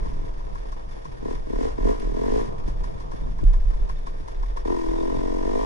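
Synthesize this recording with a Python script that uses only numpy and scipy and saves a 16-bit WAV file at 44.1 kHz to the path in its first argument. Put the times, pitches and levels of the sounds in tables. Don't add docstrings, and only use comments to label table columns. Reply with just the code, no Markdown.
import sys
import numpy as np
from scipy import signal
from scipy.fft import rfft, irfft, next_fast_len
from scipy.io import wavfile
from scipy.ndimage import uniform_filter1d

SR = 44100
rng = np.random.default_rng(int(sys.argv[2]) if len(sys.argv) > 2 else 0)


def pcm_store(signal):
    levels = np.round(np.clip(np.atleast_2d(signal), -1, 1) * 32767)
    wavfile.write(sys.argv[1], SR, levels.astype(np.int16).T)


N = 249165
TIME = np.arange(N) / SR


def from_db(db):
    return 10 ** (np.asarray(db) / 20)


def rms_one(x):
    return x / np.sqrt(np.mean(x ** 2) + 1e-20)


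def in_time(rows):
    s, *columns = np.transpose(rows)
    return [np.interp(TIME, s, c) for c in columns]


def at_hz(points, hz):
    f, value = np.transpose(points)
    return np.interp(np.log(hz + 1), np.log(f), value)


# f/Hz, side minus centre level/dB
STEREO_WIDTH = [(30, -18.5), (65, -5.5), (120, -1.5), (200, 7), (340, 11.5), (600, 12), (980, 7),
                (1300, 14), (1900, 2), (3500, 1.5), (4300, 5), (5600, 0.5), (10000, -4)]


def noise(spectrum):
    size = next_fast_len(N)
    hz = np.arange(size // 2 + 1) * SR / size
    width = from_db(at_hz(STEREO_WIDTH, hz))
    colour = from_db(at_hz(spectrum, hz)) * (hz < spectrum[-1][0])
    centre, side = rfft(rng.standard_normal((2, size))) * colour / np.hypot(1, width)
    left_right = [centre + width * side, centre - width * side]
    return rms_one(irfft(left_right, size)[:, :N])


def clicks(seconds, sizes):
    out = np.zeros(N)
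    places = np.round(np.asarray(seconds) * SR).astype(int)
    np.add.at(out, np.clip(places, 0, N - 1), sizes)
    return out


def puffs(kicks, rise_s, fall_s):
    up, down = np.exp(-1 / (rise_s * SR)), np.exp(-1 / (fall_s * SR))
    return signal.lfilter([1 - up], [1, -up - down, up * down], kicks + 1e-18)


def body(drive, modes, sharpen=0.0):
    out, ears = np.zeros((2, N)), np.array([[.5], [-.5]])
    for hz, width_hz, db, phase, pan_db in modes:
        r = np.exp(-np.pi * width_hz / SR)
        pole = r * np.exp(2j * np.pi * hz / SR)
        glide = np.exp(2j * np.pi * hz * np.cumsum(sharpen) / SR)
        ring = signal.lfilter([(1 - r) ** 2], [1, -2 * pole, pole ** 2], drive / glide + 1e-18)
        ring = glide * ring
        out += from_db(db + pan_db * ears) * np.real(ring * np.exp(-1j * phase * ears))
    return out


def struck(kicks, modes):
    return body(kicks, modes) / np.abs(body(clicks([0], [1]), modes)).max()


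def evened(x, window_s):
    power = uniform_filter1d(np.mean(x ** 2, axis=0), max(int(window_s * SR), 2))
    return x / np.sqrt(power + 1e-6)


def burst(seconds, sizes, rough):
    kicks = clicks(seconds, sizes)
    return kicks + rough * puffs(kicks, rise_s=.0008, fall_s=.006) * rng.standard_normal(N)


def dead_centres(speed, start, end):
    turned = np.cumsum(speed * ((TIME > start) & (TIME < end))) / SR
    return TIME[1:][np.diff(np.ceil(turned)) > 0]


def voice(modes, pulling):
    return [(hz, width, pull_db if pulling else blip_db, phase, pan)
            for hz, width, blip_db, pull_db, phase, pan in modes]


TYPICAL_TURNS_PER_S = 45


def resound(drive, modes, extra_db, sharpen=0.0):
    out, power = 0, 0
    for k, (mode, db) in enumerate(zip(modes, extra_db)):
        gain = from_db(db)
        out = out + (-1) ** k * gain * body(drive, [mode], sharpen)
        power = power + (gain * from_db(mode[2])) ** 2 * np.pi * mode[1] / 8
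    return out * SR / np.sqrt(power * TYPICAL_TURNS_PER_S)


# t/s, level/dB
AIR_LEVEL = [(0, -31), (.2, -31.5), (.5, -36), (.75, -39.5), (1.25, -32.5), (1.95, -39.5), (2.25, -31),
             (2.5, -32), (2.68, -27), (2.96, -30.5), (3.08, -34.5), (3.2, -28), (3.45, -33.5),
             (3.75, -35.5), (4.25, -38), (4.8, -49), (5.16, -30), (5.65, -55)]
# f/Hz, relative level/dB per Hz
AIR_COLOUR = [(25, 18), (48, 0.5), (64, 5.5), (85, -2), (125, 2.5), (180, 0), (280, -7.5), (500, -43),
              (1200, -80)]


def air():
    level_db, = in_time(AIR_LEVEL)
    return evened(noise(AIR_COLOUR), window_s=0.052) * from_db(level_db)


# t/s, level/dB
SWAY_LEVEL = [(0, -24.5), (.7, -29.5), (1.0, -35), (1.7, -28.5), (2.2, -30.5), (2.48, -32.5), (2.65, -23),
              (3.05, -32), (3.4, -25), (3.6, -17), (4.0, -27), (4.3, -29), (4.5, -25), (4.75, -27.5),
              (5.65, -25.5)]
# f/Hz, relative level/dB per Hz
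SWAY_COLOUR = [(12, 2.5), (24, 7.5), (33, -22), (40, 1.5), (50, -12.5), (66, -14), (90, -33), (150, -90)]
# t/s, peak level/dB
MOUNT_JOLTS = [(0.168, -27), (0.483, -23.5), (1.335, -25), (1.527, -20.5), (1.806, -13.5), (2.04, -16.5),
               (2.299, -21), (2.773, -19.5), (3.2, -22.5), (3.442, -6), (3.647, -12.5), (3.791, -16.5),
               (4.361, -18), (4.859, -22)]
# f/Hz, width/Hz, level/dB, left-ear lag/rad, left minus right level/dB
MOUNT_RESONANCE = [(33.22, 9, 0, 0.77, -2.5)]


def mount():
    sway_db, = in_time(SWAY_LEVEL)
    s, jolt_db = np.transpose(MOUNT_JOLTS)
    sway = evened(noise(SWAY_COLOUR), window_s=0.074) * from_db(sway_db)
    return sway + struck(clicks(s, from_db(jolt_db)), MOUNT_RESONANCE)


# t/s, peak level/dB
SUSPENSION_THUMPS = [(0.148, -37), (0.469, -43), (1.216, -45), (1.383, -28), (2.069, -40), (2.6, -28),
                     (3.421, -17), (3.48, -24), (3.81, -25), (3.937, -30), (4.361, -33)]
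# f/Hz, width/Hz, level/dB, left-ear lag/rad, left minus right level/dB
SUSPENSION_RESONANCE = [(74, 47, 0, 2.9, 0.93)]


def suspension():
    s, level_db = np.transpose(SUSPENSION_THUMPS)
    return struck(clicks(s, from_db(level_db)), SUSPENSION_RESONANCE)


# t/s, thud peak level/dB, click strength/dB
CHASSIS_KNOCKS = [(0.061, -21, -57), (1.389, -40, -58), (1.993, -26, -43), (2.679, -17.5, -56),
                  (2.955, -38, -68), (3.138, -22, -61), (3.216, -25, -65), (3.252, -31, -59),
                  (3.409, -26, -57), (3.433, -14.5, -47), (4.201, -25, -55), (5.154, -23, -49)]
# f/Hz, width/Hz, relative level/dB, left-ear lag/rad, left minus right level/dB
CHASSIS_RESONANCES = [(68, 60, -5, 2.3, 9), (152.5, 132, -2, 2.53, 1), (292, 102, -3, 2.62, -1.5)]


def knocks():
    s, thud_db, click_db = np.transpose(CHASSIS_KNOCKS)
    thud = struck(clicks(s, from_db(thud_db)), CHASSIS_RESONANCES)
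    click = puffs(clicks(s + 0.0058, from_db(click_db)), rise_s=0.0002, fall_s=0.0031)
    return thud + click * noise([(800, -18), (1500, -3), (3000, 6), (6000, -6), (11200, -5)])


BRAKE_HZ = 3615
# t/s, length/s, level/dB
BRAKE_SQUEAKS = [(3.163, 0.01, -67), (3.184, 0.0086, -81), (3.237, 0.008, -62), (3.97, 0.0061, -60.5)]
# t/s, level/dB
BRAKE_RUB_LEVEL = [(3.5, -90), (3.65, -76), (4.3, -73), (4.6, -75), (4.85, -66), (5.3, -65), (5.4, -90)]


def brake(width_hz=70, rub_width_hz=260, flutter_per_s=40):
    swell = sum(from_db(db) * np.exp(-.5 * ((TIME - s) / length) ** 2) for s, length, db in BRAKE_SQUEAKS)
    squeak = swell * rms_one(body(rng.standard_normal(N), [(BRAKE_HZ, width_hz, 0, 1.3, 0)]))
    touches = puffs(1.0 * (rng.random(N) < flutter_per_s / SR), rise_s=0.0023, fall_s=0.011)
    rub = rms_one(body(touches * rng.standard_normal(N), [(BRAKE_HZ, rub_width_hz, 0, 1.3, 0)]))
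    return squeak + rub * from_db(in_time(BRAKE_RUB_LEVEL)[0])


IDLE_TURNS_PER_S, PULL_START_S = 31.2, 4.651
DRONE_DB, DRONE_DB_PER_OCTAVE, DRONE_PULL_DB = -41.5, 4, 2.5
CLATTER_DB, CLATTER_DB_PER_OCTAVE = -54, 1
PUMPING_DB, METAL_RATTLE_DB, MURMUR_DB = -50.5, -60, -60
MURMUR_ORDER = 4
# f/Hz, relative level/dB per Hz
DRONE_COLOUR = [(120, 1.5), (220, -3), (350, 5.5), (455, 9), (560, 2), (650, 4.5), (780, -3), (950, 1),
                (1100, -3), (1300, -6), (1700, -32), (3000, -67)]
CLATTER_COLOUR = [(700, 2), (1300, 5.5), (1650, 8), (1850, 1.5), (2300, 0), (3050, -4), (3550, -1.5),
                  (4000, -6.5), (4700, -3.5), (5700, -5.5), (7600, -17), (9700, -18.5), (9920, -30),
                  (10150, -12.5), (11200, -24)]
# f/Hz, width/Hz, relative level/dB, left-ear lag/rad, left minus right level/dB
THIN_METAL = [(1832, 66, 4.5, 2.5, -7), (2180, 147, -1.5, 3.45, 3.5), (3478, 96, -8, 1.33, 0.5),
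              (5480, 58, -17, 4.9, -24), (9850, 45, -12.5, 1.3, 9.5)]


def coasting(speed, throb=0.67, rattle=0.32):
    octaves = np.log2(speed / IDLE_TURNS_PER_S)
    turns = dead_centres(speed, 0, TIME[-1])
    beats = clicks(turns, np.ones(len(turns)))
    strokes = beats * from_db(rng.uniform(-18.4, 8, N))
    links = (rng.random(N) < 110 / SR) * from_db(rng.uniform(-8, 8, N))

    drone = rms_one((1 + throb * puffs(strokes, rise_s=0.00045, fall_s=0.023)) * noise(DRONE_COLOUR))
    drone_db = DRONE_DB + DRONE_DB_PER_OCTAVE * octaves + DRONE_PULL_DB * (TIME > PULL_START_S)
    rattling = 1 + rattle * puffs(strokes + links, rise_s=0.00013, fall_s=0.0088)
    clatter = rms_one(rattling * noise(CLATTER_COLOUR))
    clatter_db = CLATTER_DB + CLATTER_DB_PER_OCTAVE * octaves

    tone = np.sin(2 * np.pi * MURMUR_ORDER * np.cumsum(speed) / SR + np.array([[0], [2.0]]))
    murmur = rms_one(puffs(beats * rng.random(N), rise_s=0.01, fall_s=0.0051) * tone)
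    ringing = rms_one(body(strokes + links, THIN_METAL))
    pumping = resound(beats * rng.random(N), voice(EXHAUST_MODES, False), np.zeros(len(EXHAUST_MODES)))

    steady = (pumping * from_db(PUMPING_DB) + ringing * from_db(METAL_RATTLE_DB)
              + murmur * from_db(MURMUR_DB))
    return steady + drone * from_db(drone_db) + clatter * from_db(clatter_db)


# t/s, ping level/dB, crack level/dB
STRAY_FIRINGS = [(0.059, -37, -60), (0.407, -43, -72), (0.555, -37, -59), (0.724, -37.5, -56.5),
                 (0.915, -45, -64), (1.053, -39, -58), (2.683, -38, -55), (2.841, -35.5, -54.5),
                 (3.005, -38, -58.5), (3.119, -36.5, -58.5), (3.269, -42.5, -67), (3.389, -36, -61),
                 (3.539, -36, -57), (3.742, -42.5, -67), (3.896, -34, -55), (4.07, -33, -55),
                 (4.283, -37, -57), (4.433, -33.5, -60), (4.572, -31.5, -53.5)]


def stray_firings(kick_db=-5, spit_db=15.0, boom_db=-5, rough=0.046, varied_db=2.5):
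    s, ping_db, crack_db = np.transpose(STRAY_FIRINGS)
    drive = burst(s - .001, from_db(ping_db + kick_db), rough)
    variation_db = varied_db * rng.standard_normal((len(s), len(PIPE_MODES)))
    colours = [np.interp(TIME, s, column) for column in variation_db.T]
    ping = resound(drive, voice(PIPE_MODES, False), colours)
    boom = resound(drive, voice(EXHAUST_MODES, False), np.zeros(len(EXHAUST_MODES)))
    spit = puffs(clicks(s - .007, from_db(crack_db + spit_db)), rise_s=0.0026, fall_s=0.016)
    gas = noise([(300, 20.0), (900, 23.5), (1500, 13), (3000, 4.0), (5600, 9.5), (7500, -2.0),
                 (11200, -4.0)])
    return ping + from_db(boom_db) * boom + spit * gas


RUN_ON_S = 0.091


def firings(speed):
    starts = [blip[0] for blip in THROTTLE_BLIPS] + [PULL_START_S]
    ends = [min(blip[1] + RUN_ON_S, following - .5 / IDLE_TURNS_PER_S)
            for blip, following in zip(THROTTLE_BLIPS, starts[1:])]
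    runs = zip(starts, ends + [TIME[-1]])
    return np.concatenate([dead_centres(speed, start, end) for start, end in runs])


FIRST_FIRING_DB = -4.5
# boom level/dB, ping level/dB, rasp level/dB
THROTTLE_BLIPS = [(0.0, 0.28, 0.018, -43, -51.5, -64.5), (1.222, 1.312, .003, -29, -40.5, -51.5),
                  (1.465, 1.643, 0.0092, -25, -40, -48.5), (1.78, 1.898, 0.079, -22.5, -37, -49),
                  (2.001, 2.14, 0.0043, -31, -46, -56.5), (2.1411, 2.394, 0.0034, -24.5, -38.5, -49.5)]
# t/s, boom level/dB, ping level/dB, rasp level/dB
PULL_EFFORT = [(4.651, -24, -38.5, -44.5), (4.7, -20.5, -35.5, -51), (4.8, -28.5, -38.5, -52),
               (4.98, -27.5, -40.5, -53), (5.08, -24, -38.5, -53), (5.27, -25.5, -40.5, -52.5),
               (5.43, -27.5, -40.5, -54), (5.57, -24, -36.5, -50), (5.65, -26.5, -34.5, -50)]
REV_GROWTH = [3.5, 9, 9]
SHUT_RELEASE = [229, 136, 107]


def effort(speed):
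    growth_db, release_db = np.array(REV_GROWTH)[:, None], np.array(SHUT_RELEASE)[:, None]
    gains = from_db(in_time(PULL_EFFORT)) * (TIME >= PULL_START_S)
    for start, shut, build_s, *level_db in THROTTLE_BLIPS:
        octaves = np.log2(speed / np.interp(shut, TIME, speed)) * (TIME < shut)
        weak_db = FIRST_FIRING_DB * (1 - np.clip((TIME - start) / build_s, 0, 1) ** 2)
        db = np.array(level_db)[:, None] + weak_db + growth_db * octaves
        db = db - release_db * np.clip(TIME - shut, 0, 1)
        gains = np.maximum(gains, from_db(db) * (TIME >= start))
    return gains


LUG_HZ, LUG_DB, LUG_S = 330, 6.5, 0.58
HEAT_RISE_PER_OCTAVE = 0.16
# f/Hz, width/Hz, relative level/dB in blips, relative level/dB in the pull,
# left-ear lag/rad, left minus right level/dB
EXHAUST_MODES = [(242, 97, 0.5, -2.5, 2.76, 2), (331.3, 25, 1, 3.5, 2.76, 2.5),
                 (411.3, 103, 2, -1.5, 2.73, -0.5), (508, 65, -8, -7, 3.02, -4.5),
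                 (666, 125, -8.5, -8, 3.537, -1)]
# crank speed/turns per s, low level/dB, middle level/dB, high level/dB
EXHAUST_VOICING = [(32.8, 1, 5, -2), (37.4, -4, -2.5, -1.5), (45, 1.5, 3.5, -0.5), (48, 3.5, 0, 4),
                   (54, 0.5, 1, 4)]
VOICING_CENTRES = [260, 340, 420]


def exhaust(drive, speed, pulling, lug_octaves=0.11):
    revs, *regions = np.transpose(EXHAUST_VOICING)
    regions_db = np.array([np.interp(speed, revs, column) for column in regions])
    lug_db = LUG_DB * pulling * np.exp(-((TIME - PULL_START_S) / LUG_S) ** 2)
    extra_db = []
    for hz, *_ in EXHAUST_MODES:
        shares = np.array([np.interp(hz, VOICING_CENTRES, row) for row in np.eye(len(regions))])
        closeness = np.exp(-(np.log2(hz / LUG_HZ) / lug_octaves) ** 2)
        extra_db.append(shares @ regions_db + lug_db * closeness)
    recent = uniform_filter1d(speed, SR // 4, mode="nearest", origin=SR // 8 - 1)
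    heat = np.log2(speed / recent)
    return resound(drive, voice(EXHAUST_MODES, pulling), extra_db, HEAT_RISE_PER_OCTAVE * heat)


PING_ROUGH = .014
PIPE_ECHO_S, PIPE_ECHO_DB = 0.007, -6
TAILPIPE_S, REFLECTION_S, REFLECTION_DB = 0.002846, 0.005546, -8
PIPE_TOP_DB, PIPE_TOP_TURNS_PER_S, PIPE_TOP_DB_PER_OCTAVE = -8.5, 57, 22
# f/Hz, width/Hz, relative level/dB in blips, relative level/dB in the pull,
# left-ear lag/rad, left minus right level/dB
PIPE_MODES = [(907, 94, -18, -14, 2.27, 7.5), (968, 167, 2.5, 4, 2.47, 4), (1103, 68, 3.5, -1.5, 3.07, 3),
              (1350, 110, -10, -28, 2.85, 0.5), (1680, 80, -14, -26, 3.84, -11),
              (1852, 200, -17, -13, 3.2, -6), (2117, 170, -18.5, -29, 3.7, 3.5),
              (3370, 160, -31, -32, 1.54, 1)]
# f/Hz, width/Hz, level/dB, left-ear lag/rad, left minus right level/dB
PIPE_TOP_MODE = [(1152, 89, 0, 2.63, 2.4)]


def combustion(fired, speed, boom_gain, ping_gain, pulling):
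    jitter_s, uneven_db, rough = (.00002, .8, .01) if pulling else (.00005, 1.4, .022)
    chance = rng.standard_normal((len(fired), 3))
    boom_size = np.interp(fired, TIME, boom_gain) * from_db(uneven_db * chance[:, 0])
    ping_size = np.interp(fired, TIME, ping_gain) * from_db(uneven_db * chance[:, 1])
    s = fired + jitter_s * chance[:, 2]

    reflection = clicks(s + TAILPIPE_S + REFLECTION_S, boom_size * from_db(REFLECTION_DB))
    blast = burst(s + TAILPIPE_S, boom_size, rough) - reflection
    echo = clicks(s + PIPE_ECHO_S, ping_size * from_db(PIPE_ECHO_DB))
    sharp = burst(s, ping_size, PING_ROUGH) + echo

    below_top = np.minimum(np.log2(speed / PIPE_TOP_TURNS_PER_S), 0)
    top_db = PIPE_TOP_DB + PIPE_TOP_DB_PER_OCTAVE * below_top
    ping = resound(sharp, voice(PIPE_MODES, pulling), np.zeros(len(PIPE_MODES)))
    top = from_db(top_db) * resound(sharp, PIPE_TOP_MODE, [0])
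    return exhaust(blast, speed, pulling) + ping + top


RASP_LEAD_S, RASP_SWELL_S = 0.0052, 0.015
METAL_RING_DB = -10
# f/Hz, relative level/dB per Hz
RASP_COLOUR = [(800, -28), (1100, 2), (1300, 10.5), (1600, 9), (1950, 7.5), (2500, 0.5), (3050, 0),
               (3600, -1.5), (4200, -1.5), (5400, 0), (6300, -4), (7600, -11), (11200, -14.5)]


def engine(speed, rasp_pulse=1.0, throb_db=-10.0):
    fired = firings(speed)
    boom_gain, ping_gain, rasp_gain = effort(speed)
    in_pull = fired >= PULL_START_S
    tone = combustion(fired[~in_pull], speed, boom_gain, ping_gain, False)
    tone = tone + combustion(fired[in_pull], speed, boom_gain, ping_gain, True)

    gas = clicks(fired - RASP_LEAD_S, np.ones(len(fired)))
    blow = puffs(gas, rise_s=0.0038, fall_s=0.041) + rasp_pulse * puffs(gas, rise_s=0.0017, fall_s=0.0085)
    ring = rms_one(body(burst(fired, np.ones(len(fired)), PING_ROUGH), THIN_METAL))
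    rasp = rms_one(blow * noise(RASP_COLOUR)) + from_db(METAL_RING_DB) * ring
    throb = from_db(throb_db) * np.sin(2 * np.pi * np.cumsum(speed) / SR + np.array([[0], [1.4]]))
    swell = max(int(RASP_SWELL_S * SR), 2)
    return tone + throb * uniform_filter1d(boom_gain, swell) + rasp * uniform_filter1d(rasp_gain, swell)


# t/s, crank speed/turns per s
CRANK_SPEED = [(0, 44), (.28, 39.7), (1.22, 32), (1.29, 37.5), (1.325, 45), (1.37, 38.5), (1.46, 28.5),
               (1.55, 36), (1.595, 42), (1.64, 50), (1.69, 56.5), (1.72, 56.5), (1.78, 42.9), (1.83, 44),
               (1.89, 52.9), (1.96, 57.6), (2.01, 47), (2.12, 39.8), (2.16, 41.9), (2.23, 44.2), (2.32, 52),
               (2.44, 59), (2.75, 46), (3.4, 36), (4.62, 32.5), (4.651, 38), (4.69, 45.5), (4.73, 44.7),
               (4.78, 42.4), (4.85, 41.3), (4.93, 41.7), (5.05, 42.6), (5.11, 44.7), (5.16, 44.6),
               (5.22, 45.6), (5.32, 45.5), (5.4, 46.1), (5.46, 47.6), (5.55, 50.5), (5.65, 54)]


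def scene():
    speed, = in_time(CRANK_SPEED)
    rumble = air() + mount()
    bike = suspension() + knocks() + brake() + coasting(speed) + stray_firings() + engine(speed)
    return rumble + bike * from_db([[.3], [-.3]])


CUTOFF_HZ = 11150


def record(dry):
    dry = signal.sosfilt(signal.butter(1, 10, "high", fs=SR, output="sos"), dry)
    return signal.sosfilt(signal.ellip(12, .1, 80, CUTOFF_HZ, fs=SR, output="sos"), dry)


dry = scene()
out = record(dry)
pcm_store(out)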